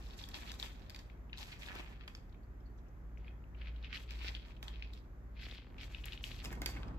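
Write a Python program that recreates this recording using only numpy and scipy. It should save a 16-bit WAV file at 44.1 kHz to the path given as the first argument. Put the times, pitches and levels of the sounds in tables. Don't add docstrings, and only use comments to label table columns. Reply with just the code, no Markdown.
import sys
import numpy as np
from scipy import signal
from scipy.fft import rfft, irfft
from scipy.io import wavfile

SR = 44100
rng = np.random.default_rng(int(sys.argv[2]) if len(sys.argv) > 2 else 0)


def log_audio(samples):
    frames = np.atleast_2d(samples).T
    limited = np.clip(frames, -1, 1)
    pcm = np.round(limited * 32767).astype(np.int16)
    wavfile.write(sys.argv[1], SR, pcm)


N = 307818

# start in seconds, relative peak in dB, ring in Hz, rise in s.
CRACKS = [(0.108, -40.5, 3560, .0005), (0.198, -40, 3900, .0006), (0.214, -37, 3860, .0007),
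          (0.238, -31, 3460, 0.001), (0.3153, -43, 3950, 0.00053), (0.342, -31, 3970, 0.00034),
          (0.496, -35, 3660, .0006), (0.5391, -38.5, 3760, 0.00071), (0.5983, -26, 3970, 0.00043),
          (0.6264, -23, 3530, 0.00082), (0.6417, -35, 2580, 0.00057), (0.722, -52, 4060, .0005),
          (1.0987, -44.5, 2430, 0.00047), (1.33, -30, 2850, 0.00088), (1.331, -37, 2110, 0.00064),
          (1.3392, -40, 1680, .0006), (1.3485, -45, 2890, .0005), (1.374, -36, 4000, .0006),
          (1.3815, -33, 3520, 0.00064), (1.409, -36, 3666, .0004), (1.414, -41, 3870, .0005),
          (1.421, -41, 4100, 0.00045), (1.4283, -36, 3700, 0.0004), (1.5286, -35, 2500, 0.00041),
          (1.6624, -36, 3670, 0.00086), (1.685, -33, 1760, 0.00072), (1.687, -39, 3660, 0.00078),
          (1.7165, -39, 1600, .0006), (1.762, -37, 2700, 0.00056), (1.786, -44, 3900, .0005),
          (1.801, -38, 2550, 0.00077), (1.861, -42, 2300, 0.00055), (3.1735, -46, 2300, 0.00063),
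          (3.2454, -48, 2310, .0007), (3.2798, -41, 2440, 0.0012), (3.6583, -39, 2340, 0.00035),
          (3.6715, -38, 2510, 0.00055), (3.8278, -44, 3730, 0.00046), (3.8446, -34.5, 2720, 0.00057),
          (3.913, -41, 2330, .0006), (3.931, -32, 2400, 0.0008), (3.947, -30, 2640, 0.00028),
          (3.955, -33, 2300, 0.00054), (3.9755, -32.5, 3164, 0.00051), (4.218, -33, 2650, 0.00049),
          (4.2677, -35, 3730, 0.00047), (4.2819, -37, 2830, .0005), (4.3493, -27, 3170, .0005),
          (4.397, -40, 3000, .0004), (4.6808, -30, 3150, 0.00077), (4.744, -46, 3060, 0.00043),
          (4.7577, -38, 2910, 0.00038), (4.8231, -29.5, 2600, 0.00062), (4.8249, -37, 3900, 0.0004),
          (4.8364, -50, 3110, 0.00041), (4.8514, -56, 2390, .0005), (4.9043, -48, 2510, 0.00052),
          (5.3668, -47.5, 2370, .0006), (5.3743, -46, 2350, 0.00084), (5.4117, -43, 3130, 0.00065),
          (5.4232, -39, 2600, 0.00049), (5.4577, -38, 3170, .0005), (5.4655, -40, 2420, 0.00053),
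          (5.4978, -38, 2800, 0.00025), (5.5118, -34.5, 3530, 0.00055), (5.539, -42, 3300, 0.00059),
          (5.5707, -42, 3230, .0005), (5.5813, -36, 2970, 0.00041), (5.599, -49, 3460, .0005),
          (5.811, -32.5, 3170, 0.00041), (5.9469, -29.5, 2710, 0.00087), (6.0382, -38, 2900, 0.00053),
          (6.0417, -31, 2754, 0.00055), (6.0831, -31, 2480, 0.00032), (6.1224, -31.5, 3300, 0.00042),
          (6.132, -31, 2860, 0.001), (6.176, -33.5, 2830, 0.0005), (6.24, -21.5, 2900, 0.00062),
          (6.3159, -29, 2950, 0.00029), (6.6325, -48, 3600, .0006), (6.673, -38, 3650, 0.0007),
          (6.832, -36, 2880, 0.00035)]
# start in seconds, length in s, relative level in dB, mouth resonance in Hz.
CHEWS = [(0.0, 0.19, -62.5, 3870), (0.193, 0.034, -57, 3930), (0.345, 0.021, -50, 3730),
         (0.391, 0.034, -54, 3170), (0.474, 0.03, -50.5, 3120), (0.641, 0.013, -51, 3126),
         (0.675, 0.021, -65, 2400), (0.715, 0.2, -68, 3380), (1.384, 0.02, -55, 3740),
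         (1.41, 0.019, -52, 3900), (1.473, 0.029, -59.5, 3300), (1.514, 0.031, -54, 2880),
         (1.616, 0.059, -54.5, 3060), (1.692, 0.05, -56, 2000), (1.75, 0.062, -54, 2820),
         (1.845, 0.12, -62.5, 2340), (2.006, 0.033, -63, 2350), (3.188, 0.085, -77, 2320),
         (3.277, 0.012, -69.5, 2270), (3.564, 0.23, -69, 2350), (3.603, 0.098, -61, 2344),
         (3.841, 0.02, -54.5, 2690), (3.894, 0.027, -57.5, 2500), (3.929, 0.04, -46.5, 2880),
         (4.095, 0.12, -58, 3130), (4.214, 0.034, -50, 3135), (4.266, 0.019, -46, 3350),
         (4.338, 0.029, -60, 3100), (4.44, 0.073, -63.5, 2960), (4.735, 0.12, -64, 2930),
         (4.923, 0.062, -69, 3970), (5.373, 0.021, -60, 2660), (5.424, 0.018, -49, 3350),
         (5.455, 0.089, -54.5, 2900), (5.552, 0.028, -59, 2900), (5.595, 0.029, -69, 2780),
         (5.81, 0.023, -52, 3140), (5.9, 0.102, -62, 2900), (6.071, .008, -53, 2600),
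         (6.124, 0.013, -50.5, 3200), (6.266, 0.12, -59, 3350), (6.384, 0.018, -55, 3340),
         (6.445, 0.0068, -59, 2280), (6.52, 0.0075, -55, 2270), (6.764, 0.0059, -54.5, 2210),
         (6.827, 0.17, -72, 2015)]
FRAGMENTS_PER_S, FRAGMENT_DB, FRAGMENT_RISE_S = 45, 11, 0.0005
# start in seconds, length in s,
# relative level of the dish rustle in dB, relative level of the dry scraping in dB.
SHOVES = [(0.0, 0.37, -63.5, -69), (0.179, 0.067, -62, -62), (0.346, 0.024, -53.5, -57.5),
          (0.402, 0.15, -58, -61.5), (0.597, 0.004, -60, -54.5), (0.628, 0.022, -53.5, -54),
          (0.704, 0.17, -69, -77), (1.382, 0.069, -60.5, -60.5), (1.47, 0.064, -60.5, -63.5),
          (1.593, 0.081, -62.5, -63.5), (1.669, 0.11, -55, -66.5), (1.746, 0.06, -53, -62),
          (1.825, 0.1, -62, -72.5), (3.234, 0.82, -72, -100), (3.94, 0.086, -67, -66),
          (4.105, 0.16, -64, -69.5), (4.226, 0.081, -58.5, -64), (4.32, 0.04, -66, -72),
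          (4.463, 0.043, -63, -74), (4.628, 0.076, -59.5, -72.5), (4.927, 0.06, -83, -79),
          (5.415, 0.13, -87, -69), (5.816, 0.043, -77, -64), (5.905, 0.21, -69, -70.5),
          (6.123, 0.025, -63, -65), (6.236, 0.046, -83, -58), (6.3, 0.096, -72, -64.5),
          (6.442, 0.014, -61, -56), (6.52, 0.014, -55, -62), (6.672, 0.03, -59, -53.5),
          (6.753, 0.18, -62, -87)]
# frequency in Hz, density in dB per Hz.
GRIND = [(700, -10), (1300, 4), (1750, 0.5), (2150, 1.5), (2550, 3), (3300, -2.5), (4300, -1.5), (5300, -7),
         (6500, -13.5), (9000, -22)]
RUSTLE = [(100, -26), (180, 5.5), (300, 8.5), (500, -2), (850, 7.5), (1400, -0.5), (1900, 1.5), (3000, -45)]
SCRAPE = [(3500, -4), (5500, 0.5), (7000, 0.5), (8500, -4), (9300, -31), (10200, -22), (11000, -3),
          (12300, -4), (13500, -6.5), (14500, -21), (15500, -21)]
CHEW_SWELL_DB_PER_S, SHOVE_SWELL_DB_PER_S, JOLT_SWELL_DB_PER_S = 604, 1000, 5002
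SAG_DB_PER_S, RELEASE_DB_PER_S = 6.5, 411
LINGER_DB, LINGER_DB_PER_S = -6.5, 133
JOSTLE_S, JOSTLE_GRIND_DB, JOSTLE_SCRAPE_DB, JOSTLE_RUSTLE_DB = 0.0049, -26.5, -30.5, -29
# start in seconds, relative peak in dB,
# relative brightness in dB, upper edge of the ring in Hz.
TAPS = [(0.288, -37, -11, 5400), (0.517, -32, -24, 5500), (0.8966, -36.5, -22, 5400),
        (0.903, -37, -30, 4520), (0.9464, -35, -31, 4600), (0.961, -38, -31, 4800),
        (0.9905, -36, -31, 5850), (0.995, -48.5, -30, 4000), (1.753, -38.5, -19, 4990),
        (2.078, -34.5, -32, 3640), (2.0815, -39, -35, 2900), (2.15, -37.5, -40, 5160),
        (4.1065, -34, -33, 4500), (4.6276, -33, -29, 3640), (4.6808, -38.5, -27, 6400),
        (4.9348, -42.5, -18, 5500), (6.056, -34, 18, 5500), (6.443, -35, -8, 6500), (6.448, -32, -15, 6480),
        (6.456, -34, -19, 6000), (6.528, -38, 15, 5500), (6.618, -27, -7, 4770), (6.6599, -21.5, -18, 5130),
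        (6.6621, -30, -10, 5000), (6.69, -41, -4, 5460), (6.832, -47, -43, 5950), (6.882, -49, -32, 5500)]
# nominal frequency in Hz, mean level in dB, 60 dB decay in s.
PLATE = [(1023, -12.5, 0.02), (1600, -21, 0.036), (2400, -1, 0.013), (2970, -39, 0.014),
         (3480, 5.5, 0.0086), (3670, -24, 0.03), (4820, 4.5, 0.021), (5240, -17.5, 0.079),
         (7330, 4.5, .016), (8700, -15, 0.0098), (12200, 12, 0.011), (13900, -19, .006)]
# start in seconds, relative thud in dB,
# relative rim ring in dB, nominal pitch of the rim in Hz.
KNOCKS = [(0.636, -60, -54, 1560), (1.758, -48, -61, 1570), (4.245, -41, -45, 1500), (4.29, -49, -51, 1510),
          (6.448, -52, -48, 2210), (6.457, -58, -42.5, 2060), (6.518, -43, -47, 1546),
          (6.529, -49, -45, 1570), (6.6189, -41.5, -38.5, 1550), (6.661, -44, -38, 1620),
          (6.689, -44, -51, 1550), (6.765, -53, -48, 1550), (6.77, -47, -45, 1580),
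          (6.8315, -57, -47, 1136), (6.576, -46, -60, 1550), (6.752, -50, -62, 1550),
          (6.803, -52, -66, 1550), (6.88, -49, -62, 1130), (6.935, -51, -62, 1130)]
# nominal frequency in Hz, mean level in dB, 60 dB decay in s.
PLATE_BODY = [(327, 10, 0.016), (490, 4.5, 0.018), (786, -3, 0.035), (1013, -12.5, 0.05)]
# multiple of the rim's pitch, mean level in dB, 60 dB decay in s.
RIM = [(1, -4.5, 0.045), (1.2, -5, 0.042), (1.375, -0.5, 0.041), (1.72, -14, .03)]
# frequency in Hz, width in Hz, level in dB.
DISH_RING = [(1050, 26, -1.5), (1260, 42, -8.5), (1510, 27, -9), (1766, 40, 1), (2190, 17, -4),
             (2490, 42, -12), (3284, 50, 1), (3580, 14, -12), (4560, 30, -2), (5060, 12, -4),
             (5300, 36, -12), (5700, 25, -12)]
# middle of the rise in seconds, relative level in dB, ring in Hz,
# rise in s, sharpness (no unit).
SMACKS = [(1.295, -59.5, 2750, 0.0031, 7), (2.295, -67, 4340, .0025, 5), (2.325, -63, 3423, 0.0026, 4),
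          (2.344, -59, 2560, .003, 6), (2.432, -70, 4500, .005, 25), (2.602, -72, 3200, .003, 15),
          (2.604, -73, 5300, .003, 25), (2.656, -68, 4450, 0.0081, 26), (2.778, -72.5, 5900, 0.0086, 6.6),
          (2.786, -68.5, 3580, 0.0039, 6.8), (2.864, -70, 2675, 0.0064, 9), (2.884, -71, 6100, 0.0037, 7),
          (3.179, -66, 5800, .0025, 8.9), (3.253, -68, 4650, 0.0025, 25), (3.44, -58, 2470, 0.0018, 8),
          (3.547, -53.5, 2570, .003, 10), (3.761, -54, 3350, .003, 6.3), (4.566, -55, 3080, 0.0037, 5),
          (4.932, -50.5, 3880, 0.0038, 9), (5.782, -45, 2670, 0.0029, 4)]
# start in seconds, relative peak in dB.
FALLING_TICKS = [(5.465, -50.5), (5.522, -50), (5.555, -57), (5.585, -51), (5.622, -57), (5.645, -56),
                 (5.669, -54.5), (5.708, -59), (5.724, -59), (5.744, -54.5), (5.767, -57), (5.792, -55),
                 (5.831, -57), (5.879, -56), (5.911, -57.5), (6.209, -54.5), (6.308, -49)]
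# left delay in s, right delay in s, level in dB.
NEAR_ECHOES = [(.0017, 0.0016, -34), (.0031, .0026, -29), (.0052, 0.0053, -13), (.0083, 0.01, -8.5)]
# frequency in Hz, left-right likeness (no unit).
NEAR_LIKENESS = [(150, 0.53), (1200, 0.18), (3000, 0.53), (8000, 0.083)]
# start in seconds, lag of the left port in s, left over right in dB.
BEARING = [(0, .0005, 0.5), (1.2, .00018, 1), (3.0, .00002, 2), (4.08, .00049, 1), (5.2, .00002, 3),
           (6.43, -.00011, .5)]
ROOM_T60_S, WALL_CUT_HZ = 0.42, 8400
# time in seconds, level in dB, beats per second.
HUM = [(0, -52.5, 1.4), (1.3, -55.5, 1.71), (2.1, -57, 1.27), (2.9, -53, 1.72), (3.7, -46.5, 1.92),
       (4.9, -50, 1.76), (5.7, -54.5, 1.63), (6.35, -50, 1.5), (6.5, -47.5, 1.18), (6.98, -50, 1)]
HUM_HZ, SECOND_MOTOR_DB, FIRST_LULL_S = 57.04, -5.5, 0.29
# nominal frequency in Hz, relative level in dB.
TONES = [(42.6, -56.5), (72, -67), (93, -68), (115.5, -68.5), (120, -70.5), (146, -73), (173, -73.5),
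         (280, -79.5), (360, -79)]
# frequency in Hz, density in dB per Hz.
AIR = [(22, -13), (33, -0.5), (60, 1.5), (90, -1), (130, -8), (220, -6.5), (350, -13), (500, -16.5),
       (850, -20.5), (1400, -23), (2000, -27.5), (2800, -38.5), (4200, -46), (7000, -44.5), (9000, -57.5),
       (9900, -61), (11000, -51), (12500, -43), (16000, -60)]
RUSH = [(22, -12), (40, -18), (80, 3), (130, 0.5), (280, -1), (450, -12), (700, -11.5), (1200, -14.5),
        (2200, -37), (4500, -40), (16000, -63)]
# time in seconds, room air in dB, rush in dB, machine tones in dB.
AIR_LEVEL = [(0, -55, -82, 0.5), (2.2, -57, -78, 0.5), (5.42, -57, -86, 1), (5.5, -56, -80, 2),
             (5.62, -62.5, -78, -1), (5.76, -54, -66, 2), (5.88, -57.5, -71, 4), (6.425, -58.5, -61, 7),
             (6.45, -73, -52, 5.5), (6.98, -62, -52, 6.5)]
# frequency in Hz, left-right likeness (no unit).
LIKENESS = [(50, 0.6), (130, 0.82), (280, 0.87), (550, 0.68), (1200, 0.18), (3000, 0.0055), (5000, 0.44),
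            (8000, 0.12), (12500, 0.92)]
CUTOFF_HZ = 16000


def from_db(db):
    return 10 ** (np.asarray(db) / 20)


def rms_one(x):
    return x / np.sqrt(np.mean(x ** 2) + 1e-20)


def balance(db):
    return from_db(db * np.array([[.5], [-.5]]))


def in_time(rows):
    s, *columns = np.transpose(rows)
    return [np.interp(np.arange(N) / SR, s, c) for c in columns]


def at_hz(points, hz):
    f, value = np.transpose(points)
    return np.interp(np.log(np.maximum(hz, 1)), np.log(f), value)


def drift(rate):
    points = rng.standard_normal(int(rate * N / SR) + 3)
    return rms_one(np.interp(np.arange(N) / SR * rate, np.arange(len(points)), points))


def add(out, s, sound):
    at = max(int(s * SR), 0)
    out[..., at:at + sound.shape[-1]] += sound[..., :max(N - at, 0)]


def coloured(pair, spectrum, likeness):
    hz = np.fft.rfftfreq(N, 1 / SR)
    mid, side = rfft(pair) * from_db(at_hz(spectrum, hz))
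    alike = np.clip(at_hz(likeness, hz), -1, 1)
    return rms_one(irfft(np.sqrt(1 + alike) * mid + np.sqrt(1 - alike) * side * [[1], [-1]], N))


def cracks(pan_db=4.5, overtone=1.337, overtone_db=-9, splinter_db=-19.0, splinter_s=0.011,
           wall_s=0.0024, wall_db=-15, level_db=-4.5):
    out, t = np.zeros((2, N)), np.arange(SR // 25) / SR
    band = signal.butter(3, [1500, 5300], "band", fs=SR, output="sos")
    for s, db, hz, rise_s in CRACKS + fragments():
        swell = (t / rise_s) ** 2 * np.exp(2 * (1 - t / rise_s))
        phase = 2 * np.pi * rng.random(2)
        ring = np.sin(2 * np.pi * hz * t + phase[0])
        ring += from_db(overtone_db) * np.sin(2 * np.pi * hz * overtone * t + phase[1])
        noise = rng.standard_normal((2, len(t)))
        splinters = rms_one(signal.lfilter(*signal.iirpeak(hz, 2.5, fs=SR), noise))
        splinters = from_db(splinter_db) * splinters * np.exp(-t / splinter_s)
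        snap = signal.sosfilt(band, swell * ring + splinters)
        snap = from_db(db + level_db) * balance(pan_db) * snap / np.abs(snap).max()
        add(out, s, snap)
        add(out, s + wall_s, from_db(wall_db) * snap[::-1])
    return out


def fragments(pitch_spread=0.23):
    rows = []
    for s, length, db, hz in CHEWS:
        waits = np.cumsum(rng.exponential(1, size=16)) / FRAGMENTS_PER_S
        for wait, high in zip(waits, rng.standard_normal(16)):
            if wait < length:
                ring_hz = hz * np.exp(pitch_spread * high)
                rows.append((s + wait, db + FRAGMENT_DB, ring_hz, FRAGMENT_RISE_S))
    return rows


def eating(crumbs_s=0.0016, crumbs_db=-30, grind_pan_db=-1.6, level_db=-2):
    chews = [(s, length, db) for s, length, db, _ in CHEWS]
    crumbs = [(s, crumbs_s, db + crumbs_db) for s, db, _, _ in CRACKS]
    rustles = [(s, length, db) for s, length, db, _ in SHOVES]
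    scrapes = [(s, length, db) for s, length, _, db in SHOVES]
    grind_power = strokes(chews, CHEW_SWELL_DB_PER_S) + strokes(crumbs, JOLT_SWELL_DB_PER_S)
    grind_power += jostles(JOSTLE_GRIND_DB)
    rustle_power = strokes(rustles, SHOVE_SWELL_DB_PER_S) + jostles(JOSTLE_RUSTLE_DB)
    scrape_power = strokes(scrapes, SHOVE_SWELL_DB_PER_S) + jostles(JOSTLE_SCRAPE_DB)
    grind = np.sqrt(grind_power) * grinding() * balance(grind_pan_db)
    rustle = np.sqrt(rustle_power) * friction(RUSTLE, per_s=700, spread_db=3.0, grain_db=5.5, clump_db=2.0)
    scrape = np.sqrt(scrape_power) * friction(SCRAPE, per_s=900, spread_db=3.5, grain_db=-4.0, clump_db=1.5)
    return near_echoes(from_db(level_db) * dish(rustle + grind + scrape))


def grinding(per_s=170, spread_db=3.0, grain_db=-0.5, uneven_db=6, patch_db=1.3, clump_db=2.0,
             focus_db=7.5, skirt_db=-22):
    edges = np.geomspace(1150, 7000, 8)
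    mouth_hz = mouth_resonance()
    wash = rng.standard_normal((2, 2, N))
    count = int(per_s * N / SR)
    at = rng.integers(0, N, count)
    sizes = from_db(spread_db * np.minimum(rng.exponential(1, count), 3.5))
    sizes = sizes * rng.choice([-1, 1], (2, count))
    out, power = 0, 0
    for k, (low, high) in enumerate(zip(edges, edges[1:])):
        hz, grains = np.sqrt(low * high), np.zeros((2, N))
        grains[:, at] = sizes * from_db(uneven_db * rng.uniform(-0.91, 1, sizes.shape))
        crumbs = (-1) ** k * from_db(grain_db) * rms_one(grains) + wash[k % 2]
        band = signal.sosfilt(signal.butter(2, [low, high], "band", fs=SR, output="sos"), crumbs)
        octaves_off = np.log2(hz / mouth_hz)
        weight = from_db(np.maximum(-focus_db * octaves_off ** 2, skirt_db))
        out = out + band * weight * from_db(patch_db * drift(45))
        power = power + weight ** 2 * from_db(at_hz(GRIND, hz)) ** 2 * (high - low)
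    return coloured(out / np.sqrt(power) * from_db(clump_db * drift(90)), GRIND, NEAR_LIKENESS)


def mouth_resonance():
    return in_time([(s + length / 2, hz) for s, length, _, hz in CHEWS])[0]


def friction(spectrum, per_s, spread_db, grain_db, clump_db):
    sizes = from_db(spread_db * np.minimum(rng.exponential(1, N), 3.5))
    grains = rms_one((rng.random(N) < per_s / SR) * sizes * rng.standard_normal((2, N)))
    clumps = from_db(clump_db * drift(90))
    wash = rng.standard_normal((2, N))
    return coloured(clumps * (from_db(grain_db) * grains + wash), spectrum, NEAR_LIKENESS)


def strokes(rows, swell_db_per_s):
    power, t = np.zeros(N), np.arange(-SR // 10, SR) / SR
    for s, length, db in rows:
        after = np.maximum(t - length, 0)
        held = db + swell_db_per_s * np.minimum(t, 0) - SAG_DB_PER_S * np.clip(t, 0, length)
        fading = np.maximum(-RELEASE_DB_PER_S * after, LINGER_DB - LINGER_DB_PER_S * after)
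        add(power, s + t[0], (from_db(held + fading) ** 2)[s + t >= 0])
    return power


def jostles(offset_db):
    return strokes([(s, JOSTLE_S, db + offset_db) for s, db, _, _ in TAPS], JOLT_SWELL_DB_PER_S)


def taps(contact_s=0.0018, ring_db=-11, shell_hz=5500, bright_db=5, side_db=-7, detune=.03, level_db=-2.5):
    out, t = np.zeros((2, N)), np.arange(SR // 8) / SR
    hz, mode_db, t60 = np.transpose(PLATE)[:, :, None]
    sharp = signal.butter(4, shell_hz, "high", fs=SR, output="sos")
    thin = signal.butter(2, 1300, "high", fs=SR, output="sos")
    for s, db, brightness_db, edge_hz in TAPS:
        dull = signal.butter(4, edge_hz, fs=SR, output="sos")
        strength = from_db(mode_db + rng.normal(0, 1.0, (2, len(PLATE), 1)) - 60 * t / t60)
        phase = 2 * np.pi * rng.random((2, len(PLATE), 1))
        detuned_hz = hz * rng.normal(1, detune, hz.shape)
        modes = (strength * np.sin(2 * np.pi * detuned_hz * t + phase)).sum(1)
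        contact = rng.standard_normal((2, len(t))) * np.exp(-t / contact_s)
        click = signal.sosfilt(thin, contact + from_db(ring_db) * modes)
        click = signal.sosfilt(dull, click) + from_db(brightness_db + bright_db) * signal.sosfilt(sharp, click)
        click = click[0] + from_db(side_db) * click[1] * [[1], [-1]]
        add(out, s, from_db(db + level_db) * click / np.abs(click).max(1).mean())
    return out


def knocks(thud_level_db=-8, rim_level_db=-2):
    out = np.zeros((2, N))
    body = np.transpose(PLATE_BODY)[:, :, None]
    multiple, mode_db, t60 = np.transpose(RIM)[:, :, None]
    for s, thud_db, rim_db, rim_hz in KNOCKS:
        add(out, s, from_db(thud_db + thud_level_db) * struck(*body))
        add(out, s, from_db(rim_db + rim_level_db) * struck(multiple * rim_hz, mode_db, t60))
    return out


def struck(hz, mode_db, t60):
    t = np.arange(SR // 12) / SR
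    strength = from_db(mode_db + rng.normal(0, 1.7, (2, len(hz), 1)) - 60 * t / t60)
    strength = strength * rng.choice([-1, 1], hz.shape)
    detuned_hz = hz * rng.normal(1, 0.01, hz.shape)
    return (strength * np.sin(2 * np.pi * detuned_hz * t)).sum(1)


def dish(x):
    out = x
    for hz, width, db in DISH_RING:
        resonance = signal.iirpeak(hz, hz / width, fs=SR)
        out = out + from_db(db) * signal.lfilter(*resonance, x + 1e-18)
    return out


def smacks(level_db=-7):
    out, t = np.zeros((2, N)), np.arange(SR // 25) / SR
    for s, db, hz, rise_s, sharpness in SMACKS:
        edges_hz = hz * (1 + np.array([-1, 1]) / sharpness)
        band = signal.butter(2, edges_hz, "band", fs=SR, output="sos")
        ring = rms_one(signal.sosfilt(band, rng.standard_normal((2, len(t)))))
        swell = t / rise_s * np.exp(1 - t / rise_s)
        add(out, s - rise_s / 2, from_db(db + level_db) * ring * swell)
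    return out


def falling_ticks(start_hz=3200, end_hz=255, glide_s=0.001492, length_s=0.015, level_db=-2.5):
    out, t = np.zeros((2, N)), np.arange(SR // 40) / SR
    hz = end_hz + (start_hz - end_hz) * np.exp(-t / glide_s)
    tick = np.sin(2 * np.pi * np.cumsum(hz) / SR) * np.exp(-t / length_s)
    for s, db in FALLING_TICKS:
        add(out, s, from_db(db + level_db) * tick)
    return out


def near_echoes(x):
    out = x.copy()
    for left_s, right_s, db in NEAR_ECHOES:
        add(out[0], left_s, from_db(db) * x[0])
        add(out[1], right_s, from_db(db) * x[1])
    return out


def placed(x):
    s, lag_s, pan_db = np.transpose(BEARING)
    n = np.arange(N)
    bout = np.searchsorted(s[1:], n / SR)
    lag = np.round(lag_s[bout] * SR).astype(int)
    left = x[0, np.clip(n - lag, 0, N - 1)]
    return np.array([left, x[1]]) * balance(pan_db[bout])


def room(x):
    out, dull = np.zeros((2, N)), np.exp(-2 * np.pi * WALL_CUT_HZ / SR)
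    lags = (rng.uniform(.005, .04, 16) * SR).astype(int)
    for k, lag in enumerate(lags):
        loop, gain, state = x[k % 2].copy(), from_db(-60 * lag / SR / ROOM_T60_S), [0.]
        for i in range(lag, N, lag):
            last_round = loop[i - lag:i] + 1e-18
            back, state = signal.lfilter([gain * (1 - dull)], [1, -dull], last_round, zi=state)
            loop[i:i + lag] += back[:N - i]
        out[k % 2] += (loop - x[k % 2]) * (-1) ** (k // 2)
    scatter = rng.standard_normal((2, SR // 50)) * np.linspace(1, 0, SR // 50)
    scatter /= np.sqrt((scatter ** 2).sum(1, keepdims=True))
    return signal.fftconvolve(out, scatter, axes=1)[:, :N]


def background(waver_hz=0.25, lumps_db=2.5):
    def turning(hz):
        return 2 * np.pi * np.cumsum(hz + waver_hz * drift(1.915)) / SR
    air_db, rush_db, tones_db = in_time(AIR_LEVEL)
    hum_db, beat_hz = in_time(HUM)
    slip = 2 * np.pi * (np.cumsum(beat_hz) / SR - beat_hz[0] * FIRST_LULL_S)
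    motor = turning(HUM_HZ)
    hum = from_db(hum_db) * (np.sin(motor) - from_db(SECOND_MOTOR_DB) * np.sin(motor - slip))
    tones = sum(from_db(db) * np.sin(turning(hz)) for hz, db in TONES)
    hum = hum + from_db(tones_db) * tones
    air = from_db(air_db) * coloured(rng.standard_normal((2, N)), AIR, LIKENESS)
    rush = from_db(rush_db + lumps_db * drift(40)) * coloured(rng.standard_normal((2, N)), RUSH, LIKENESS)
    left, right = np.sqrt(2) * hum + air + rush
    return np.array([np.pad(left, (11, 0), mode="reflect")[:N], right])


def scene():
    hits = cracks() + dish(taps()) + knocks() + smacks()
    at_the_dishes = placed(hits + eating())
    return at_the_dishes + from_db(-19.0) * room(hits) + falling_ticks() + background()


def record(dry, top_hz=16500):
    dulled = signal.sosfilt(signal.butter(3, min(top_hz, .44 * SR), fs=SR, output="sos"), dry)
    return signal.sosfilt(signal.ellip(10, .2, 80, CUTOFF_HZ, fs=SR, output="sos"), dulled)


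dry = scene()
out = record(dry)
log_audio(out)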